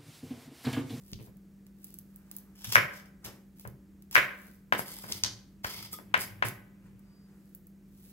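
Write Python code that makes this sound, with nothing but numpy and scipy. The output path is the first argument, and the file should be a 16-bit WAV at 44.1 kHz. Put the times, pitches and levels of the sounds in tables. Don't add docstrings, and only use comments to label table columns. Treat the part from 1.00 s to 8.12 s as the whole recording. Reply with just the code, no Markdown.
import sys
import numpy as np
from scipy import signal
from scipy.fft import rfft
from scipy.io import wavfile
from scipy.ndimage import uniform_filter1d

SR = 44100
rng = np.random.default_rng(int(sys.argv[2]) if len(sys.argv) > 2 else 0)


def transcribe(signal):
    frames = np.atleast_2d(signal).T
    limited = np.clip(frames, -1, 1)
    pcm = np.round(limited * 32767).astype(np.int16)
    wavfile.write(sys.argv[1], SR, pcm)


N = 313992
TIME = np.arange(N) / SR
HZ = np.fft.rfftfreq(4096, 1 / SR)

# frequency in Hz, level in dB.
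AIR = [(20, -28), (35, -10.5), (50, -1.5), (70, 1.5), (120, -5.5), (175, 5), (240, -7), (310, -4.5),
       (450, -15.5), (800, -27.5), (1700, -28), (3500, -36.5), (6700, -35), (16000, -37)]
# frequency in Hz, level in dB.
HUM = [(48.6, -68), (196.6, -56.5), (313, -76.5)]
# middle in seconds, half length in seconds, level in dB.
HANDLING = [(.09, 0.092, -58.5), (.24, 0.033, -56.5), (.865, 0.031, -88), (.88, 0.083, -57.5),
            (1.16, 0.17, -71.5), (1.37, 0.054, -58), (2.61, .04, -55.5), (3.44, 0.12, -58),
            (6.47, .12, -69.5), (7.11, 0.16, -57.5)]
SNAPS_PER_S, SNAP_DB = 37, -10.5
# start in seconds, energy in dB, brightness in dB per octave.
TICKS = [(0.117, -28, 1), (0.3706, -37.5, 5), (0.667, -34, -1), (0.844, -19, 4), (0.9414, -23, 4),
         (0.9875, -20, 4.5), (1.1605, -25, 9.5), (1.314, -19, 1), (1.3655, -14.5, 8), (1.3852, -24, 5.5),
         (2.597, -25.5, .6), (2.675, -21.5, 4.5), (3.023, -31.5, 1), (3.112, -20, 0.5), (3.483, -28, -5.5),
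         (4.9299, -15, -1), (5.1769, -12, -3.5), (5.4855, -11, 1), (5.994, -37.5, 7), (6.549, -21.5, 11),
         (6.6697, -30.5, 10)]
# frequency in Hz, level in dB.
TICK_TONE = [(300, -7), (1500, -15), (5000, -9), (9000, -9.5), (12000, -0.5), (15000, -3.5), (16200, -1),
             (17500, -30.5)]
# start in seconds, energy in dB, brightness in dB per octave, room share in dB.
THUMPS = [(0.126, -13, -8.5, -3), (0.19, -26.5, 5, 8), (1.665, -20.5, -12, 6), (1.756, -14.5, -20, 7),
          (2.256, -20, 7, 0), (2.654, -18, -1, 3.5), (3.16, -17.5, -5, 4), (3.725, -11.5, 9, 5.5),
          (5.435, -24.5, 2, 15), (5.93, -27.5, -15, -4)]
# frequency in Hz, level in dB.
THUMP_TONE = [(30, -30.5), (80, -14), (117, 4), (150, -4.5), (200, -12.5), (450, -17.5), (900, -38),
              (2500, -41.5), (9000, -69.5)]
# start in seconds, energy in dB, brightness in dB per octave, room share in dB.
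CLACKS = [(0.1322, -11, -1.5, -11), (2.6755, -27, -2, -11.5), (4.1228, -4, 4, -12), (4.2364, 3.5, 4, -6),
          (4.2488, -13.5, 5, -18), (4.6455, -12.5, -1.5, -21)]
# frequency in Hz, level in dB.
CLACK_TONE = [(100, 17), (600, -11.5), (1500, -14), (2200, -3), (3000, 0), (4200, 1.5), (6200, 5.5),
              (7500, -8.5), (11000, -14), (16000, -28)]
# frequency in Hz, half width in Hz, lift in dB.
PEELER = [(2310, 330, -2), (3220, 870, 3), (4570, 210, 4.5), (6340, 165, -0.5)]
# start in seconds, energy in dB, brightness in dB per octave, room share in dB, ring in dB.
KNOCKS = [(0.197, -41, -10.5, 9, -60), (0.272, -32, -11.5, 0, -43), (2.6509, -17, -7.5, -4.5, -45),
          (3.7235, 8, -1.5, -6, -11), (3.792, -4, -5.5, -11.5, -33), (4.039, -17.5, -5.5, -4.5, -34.5),
          (4.085, -24, -8, 4, -42.5), (4.236, -12.5, -1, 2.5, -37), (4.6448, -4, -1.5, -5.5, -43.5),
          (4.987, -20.5, -6.5, -4, -40), (5.141, 9.5, 1.87, -6.5, -7), (5.424, 5, 0, -5.5, -5)]
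# frequency in Hz, level in dB.
KNOCK_TONE = [(40, -32), (130, -14.5), (280, -18), (420, -13.5), (850, -5.5), (1250, -9), (1800, -9.5),
              (2400, -11), (3000, -11.5), (4200, -23.5), (7000, -32.5), (16000, -43)]
# frequency in Hz, half width in Hz, lift in dB.
BOARD = [(596, 30, 6), (702, 29, 1), (1031, 82, 6.5), (1285, 15, 6.5), (1557, 210, 13.5), (2104, 420, 7.5),
         (2290, 40, 2)]
# start in seconds, energy in dB, brightness in dB per octave, room share in dB, ring in dB.
CHOPS = [(1.756, 15.5, -1, -2, 4), (3.155, 12.5, -0.05, 3.5, 0.5)]
# frequency in Hz, level in dB.
CHOP_TONE = [(40, -35.5), (130, -26.5), (260, -27), (420, -21), (570, -11), (830, -17), (1150, -7.5),
             (1800, -6.5), (2400, -7), (3000, -13), (4200, -22.5), (8000, -29.5), (16000, -25)]
# frequency in Hz, level in dB, time to fall 60 dB in seconds at a damping of one.
RING = [(592, -11, 0.21), (700, -18, 0.48), (781, -34, 0.82), (910, -28, 0.4), (1012, -26, 0.53),
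        (1082, -19, 0.41), (1227, -21, 0.51), (1497, -14, 0.42), (1620, -18, 0.5), (1739, -7, 0.25),
        (1809, -20, 0.43), (1863, -20, 0.41), (1960, -16, 0.47), (2051, -15, 0.4), (2250, -15, 0.3),
        (2335, -4, 0.15), (2575, -15, .28), (2670, -14, .24), (3110, -20, .24)]
# middle in seconds, half length in seconds, level in dB.
SLIDES = [(1.37, 0.32, -70), (2.275, .035, -52.5), (2.34, 0.072, -64.5), (5.86, 0.033, -66.5),
          (6.1, 0.17, -73.5), (6.33, 0.083, -73)]
# frequency in Hz, level in dB.
SLIDE_TONE = [(300, -0.5), (950, -2), (1600, 0), (2400, -10.5), (3500, -18.5), (9000, -15), (16000, -21.5)]
# start in seconds, breakthrough in seconds, final level in dB.
CUTS = [(1.55, 1.767, -35.5), (3.111, 3.154, -27)]
CUT_BUILD_DB, CUT_RELEASE_S = 24.5, .003
# frequency in Hz, level in dB.
CUT_TONE = [(200, -14), (900, -3.5), (1600, -5), (3000, 0.5), (4200, -2.5), (6500, 1.5), (9000, -4.5),
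            (12000, 4.5), (16000, -1.5)]
# frequency in Hz, half width in Hz, lift in dB.
FLAT = [(950, 120, 5.5), (1640, 180, 4), (3240, 250, 5), (5250, 400, 7.5)]
# start in seconds, level in dB, decay in seconds.
TEARS = [(1.641, -33, 0.0037), (1.686, -42, 0.0095), (1.717, -28.5, 0.011), (1.744, -24.5, 0.004),
         (2.052, -57, 0.0077), (2.242, -35, 0.014)]
TEAR_RISE_S = .007
# middle in seconds, half length in seconds, level in dB.
PRIES = [(1.96, 0.041, -50)]
# start in seconds, length in seconds, hiss in dB, chatter of blade and board in dB.
SWEEPS = [(3.772, 0.034, -35.5, -47), (3.855, 0.27, -43.5, -49.5), (4.083, 0.099, -43.5, -47.5),
          (4.633, 0.23, -42, -42.5), (4.912, 0.027, -38, -47.5), (5.184, 0.05, -33.5, -41.5),
          (5.441, 0.034, -38, -46.5)]
SWEEP_ATTACK_S, SWEEP_RELEASE_S, SWEEP_SAG_DB_PER_S = 0.013, 0.0061, 32
# frequency in Hz, level in dB.
SWEEP_TONE = [(300, -15), (2000, -32), (4500, -16), (6500, 8), (8000, 11), (12000, 17), (16000, 11)]
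# frequency in Hz, full width in Hz before widening, level in dB.
CHATTER = [(980, 104, -9), (1306, 20, -4), (1590, 26, -44), (2123, 34, -1.5), (3300, 165, -6),
           (4890, 264, -4)]
# middle in seconds, frequency in Hz, level in dB, half length in seconds.
SQUEAKS = [(4.942, 1260, -42, .007), (4.942, 3380, -49, .006), (4.975, 1230, -54, .012),
           (6.17, 4840, -76, .12)]
# middle in seconds, half length in seconds, level in dB.
DRAGS = [(4.22, .17, -54.5), (4.8, 0.14, -57), (5.3, 0.23, -54), (5.85, .25, -65.5)]
# frequency in Hz, level in dB.
DRAG_TONE = [(40, -10), (75, -20), (100, 12), (135, 0), (200, -14), (310, -8.5), (500, -17), (1100, -18.5),
             (2500, -17), (6000, -48)]
# frequency in Hz, time to fall 60 dB in seconds.
ROOM_T60 = [(100, 0.36), (500, .7), (2000, 0.51), (6000, 0.43), (15000, 0.55)]
# frequency in Hz, level in dB.
ROOM_TONE = [(60, 4), (130, 7), (260, 11), (400, 8.5), (600, 0), (1400, -7), (2200, 0), (4000, 1),
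             (16000, -5.5)]
# delay in seconds, left level in dB, right level in dB.
ECHOES = [(.0088, -1, -18.5), (0.013, -13.5, -24.5), (0.018, -18.5, -13.5), (0.025, -9, -6.5),
          (0.0313, -29, -18)]
# frequency in Hz, level in dB.
SUM_TREBLE = [(9300, -0.5), (10150, -15.5), (11000, 3.5), (12400, 2), (13300, -21.5), (14100, 2.5),
              (15700, 2), (16300, -25)]
# frequency in Hz, level in dB.
DIFFERENCE_TREBLE = [(8000, 0), (9300, 0), (10150, 5), (11000, -3), (12000, -6), (12700, 2), (13300, 8),
                     (14100, 1), (15700, -2), (16300, -26)]
EDGE_HZ = 16500


def amp(db):
    return 10 ** (np.asarray(db) / 20)


def evened(x):
    return x / np.sqrt(np.mean(x ** 2) + 1e-20)


def read(points, hz):
    f, value = np.transpose(points)
    return np.interp(np.log(hz + 1), np.log(np.sort(f) + 1), value)


def add(mix, s, sound):
    part = mix[..., max(round(s * SR), 0):][..., :sound.shape[-1]]
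    part += sound[..., :part.shape[-1]]


def causal(db):
    log_gain = np.log(amp(np.r_[db, db[-2:0:-1]]))
    return np.fft.ifft(np.exp(np.conj(signal.hilbert(log_gain)))).real


def pulse(tone, tilt=0, resonances=()):
    db = read(tone, HZ) + tilt * np.log2(np.clip(HZ, 200, 14000) / 1000)
    for hz, width, lift in resonances:
        db = db + lift / (1 + ((HZ - hz) / width) ** 2)
    h = causal(db)
    return h / np.linalg.norm(h)


def coloured(x, tone, tilt=0, resonances=()):
    return evened(signal.oaconvolve(x, pulse(tone, tilt, resonances))[:N])


def wander(per_s):
    return evened(np.interp(TIME * per_s, np.arange(4000), rng.standard_normal(4000)))


def grains(per_s, spread_db, clump_db):
    size = amp(spread_db * np.minimum(rng.exponential(1, N), 4)) * rng.standard_normal(N)
    slips = size * (rng.random(N) < per_s / SR) * amp(clump_db * wander(160))
    mean_power = abs(uniform_filter1d(slips ** 2, size=1600))
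    return slips / np.sqrt(mean_power + 1e-6)


def swells(rows):
    return sum(amp(db) * np.exp(-((TIME - s) / half_s) ** 2) for s, half_s, db in rows)


def stroke(start, length, attack_s, release_s, slope_db_per_s=0):
    t = TIME - start
    attack = np.clip(t / attack_s, 0, 1)
    hold = amp(slope_db_per_s * np.clip(t, 0, length))
    return attack * hold * np.exp(-np.maximum(t - length, 0) / release_s)


def contact(rough, length_s):
    t = np.arange(900) / SR
    rattle = rng.standard_normal(len(t)) * np.exp(-t / length_s) * (1 - np.exp(-2 * t / length_s))
    force = (t == 0) + rough * rattle / np.linalg.norm(rattle)
    power = uniform_filter1d(abs(rfft(force, 4096)) ** 2, size=9)
    whitening = causal(-10 * np.log10(power))
    return signal.fftconvolve(force, whitening)[:4096]


def blows(rows, tone, rough, length_s, resonances=()):
    out = np.zeros((2, N))
    for s, db, tilt, room_db, *_ in rows:
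        hit = signal.fftconvolve(pulse(tone, tilt, resonances), contact(rough, length_s))
        add(out, s, amp([[db], [db + room_db]]) * hit / np.linalg.norm(hit))
    return out


def background(air_db=-59.0, side_db=-13, hiss_side_db=-84):
    air = amp(air_db) * coloured(rng.standard_normal(N), AIR) * amp(0.4 * wander(8.4))
    side = amp(air_db + side_db) * coloured(rng.standard_normal(N), AIR)
    hiss_tone = [(300, 1.5), (1700, 10.0), (4000, -0.5), (16000, -40.5)]  # (Hz, dB)
    side += amp(hiss_side_db) * coloured(rng.standard_normal(N), hiss_tone)
    hum = np.zeros(N)
    for hz, db in HUM:
        tone = np.sin(2 * np.pi * hz * TIME + 0.33 * wander(6))
        hum += amp(db) * evened(tone) * amp(.8 * wander(11))
    return np.array([air + side, air - side]) + hum


def handling(rub_db=-3):
    snaps = evened(rng.standard_normal(N) * (rng.random(N) < SNAPS_PER_S / SR))
    crackle = grains(per_s=1500, spread_db=1.5, clump_db=2.5)
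    rub = coloured(crackle + amp(SNAP_DB) * snaps, TICK_TONE)
    return amp(rub_db) * rub * swells(HANDLING)


def ticks(room_db=-10):
    return blows([(*row, room_db) for row in TICKS], TICK_TONE, rough=1.2, length_s=.0015)


def thumps():
    return blows(THUMPS, THUMP_TONE, rough=0.48, length_s=0.0082) * amp([[0], [-5]])


def clacks():
    return blows(CLACKS, CLACK_TONE, rough=5.1, length_s=.0013, resonances=PEELER)


def knocks():
    return blows(KNOCKS, KNOCK_TONE, rough=6.0, length_s=0.0027, resonances=BOARD)


def ringing(ring_db=-3, damping=0.77):
    out, t = np.zeros((2, N)), np.arange(SR * 3 // 4) / SR
    modes = np.array([amp(db - 60 * damping * t / t60) * np.exp(2j * np.pi * hz * t) for hz, db, t60 in RING])
    for s, _, _, _, db in CHOPS + KNOCKS:
        phases = np.exp(2j * np.pi * rng.random((2, len(RING))))
        ring = (phases @ modes).real * (1 - np.exp(-t / 0.0067))
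        add(out, s, amp(db + ring_db) * ring / np.linalg.norm(ring[0]))
    return out


def sliding():
    return coloured(rng.standard_normal(N), SLIDE_TONE) * swells(SLIDES)


def cutting(cut_db=-2):
    force = swells(PRIES)
    for start, end, db in CUTS:
        length = end - start
        growth = stroke(start, length, TEAR_RISE_S, CUT_RELEASE_S, CUT_BUILD_DB / length)
        force += amp(db - CUT_BUILD_DB) * growth
    for s, db, decay_s in TEARS:
        force += amp(db) * stroke(s, TEAR_RISE_S, TEAR_RISE_S, decay_s)
    bursts = grains(per_s=4400, spread_db=2.5, clump_db=4.5)
    return amp(cut_db) * coloured(bursts, CUT_TONE, tilt=0.44, resonances=FLAT) * force


def chops():
    return blows(CHOPS, CHOP_TONE, rough=2.0, length_s=0.0012, resonances=BOARD)


def blade(x, widening):
    body = np.zeros(len(HZ))
    for hz, width, db in CHATTER:
        body += amp(db) ** 2 / (1 + (2 * (HZ - hz) / (width * widening)) ** 2)
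    return evened(signal.oaconvolve(x, causal(10 * np.log10(body)))[:N])


def sweeping(hiss_db=-1, chatter_db=-1):
    slips = grains(per_s=3100, spread_db=-1.0, clump_db=3)
    chatter = amp(chatter_db) * blade(slips, widening=2.9)
    hiss = amp(hiss_db) * coloured(slips, SWEEP_TONE)
    out = np.zeros(N)
    for s, length, bright_db, body_db in SWEEPS:
        pressure = stroke(s, length, SWEEP_ATTACK_S, SWEEP_RELEASE_S, -SWEEP_SAG_DB_PER_S)
        out += pressure * (amp(bright_db) * hiss + amp(body_db) * chatter)
    return out


def dragging(drag_db=-4):
    slips = grains(per_s=440, spread_db=0.0, clump_db=4)
    return amp(drag_db) * swells(DRAGS) * coloured(slips, DRAG_TONE)


def squeaks():
    out = np.zeros(N)
    for s, hz, db, half_s in SQUEAKS:
        turns = np.cumsum(hz * (1 + 0.0027 * wander(220))) / SR
        out += swells([(s, half_s, db)]) * np.sin(2 * np.pi * turns)
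    return out


def room(x, early_db=-3, early_t60=0.24, late_db=-6.0):
    taps = rng.standard_normal((2, SR)) * (rng.random((2, SR)) < .2)
    hz, t, z = signal.stft(taps, SR, nperseg=256)
    alike = .6 / (1 + (hz[:, None] / 700) ** 2) + .39
    z[1] = alike * z[0] + np.sqrt(1 - alike ** 2) * z[1]
    response = np.zeros((2, SR))
    for db, t60 in [(early_db, early_t60), (late_db, read(ROOM_T60, hz)[:, None])]:
        tail = signal.istft(z * 1e-3 ** (t / t60), SR, nperseg=256)[1][:, :SR]
        tail *= np.clip((TIME[:SR] - .002) / 0.0097, 0, 1)
        response += amp(db) * tail / np.linalg.norm(tail[0])
    for s, left_db, right_db in ECHOES:
        add(response[0], s, amp([left_db]))
        add(response[1], s + 0.00024, amp([right_db]))
    x = signal.oaconvolve(x, causal(read(ROOM_TONE, HZ)))[:N]
    return signal.oaconvolve(x[None], response, axes=1)[:, :N]


def placed(x, lag_s, pan_db):
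    right = np.zeros(N)
    add(right, lag_s, x)
    return np.array([x * amp(pan_db / 2), right * amp(-pan_db / 2)])


def scene():
    friction = handling() + sliding() + cutting() + sweeping() + dragging() + squeaks()
    wood = thumps() + knocks() + chops()
    small = ticks() + clacks() + friction * amp([[-1], [-5]])
    direct = placed(wood[0], lag_s=.00029, pan_db=4.0) + placed(small[0], lag_s=.00012, pan_db=0.5)
    return direct + ringing() + room(wood[1] + small[1]) + background()


def record(dry):
    mid = signal.oaconvolve((dry[0] + dry[1]) / 2, causal(read(SUM_TREBLE, HZ)))[:N]
    side = signal.oaconvolve((dry[0] - dry[1]) / 2, causal(read(DIFFERENCE_TREBLE, HZ)))[:N]
    bass_cut = signal.butter(4, 42, "highpass", fs=SR, output="sos")
    heard = signal.sosfilt(bass_cut, np.array([mid + side, mid - side]))
    heard = heard / (1 + (heard / .93) ** 8) ** (1 / 8)
    band_limit = signal.firwin(511, EDGE_HZ, window=("kaiser", 9), fs=SR)
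    return signal.oaconvolve(heard, band_limit[None], "same")


dry = scene()
out = record(dry)
transcribe(out)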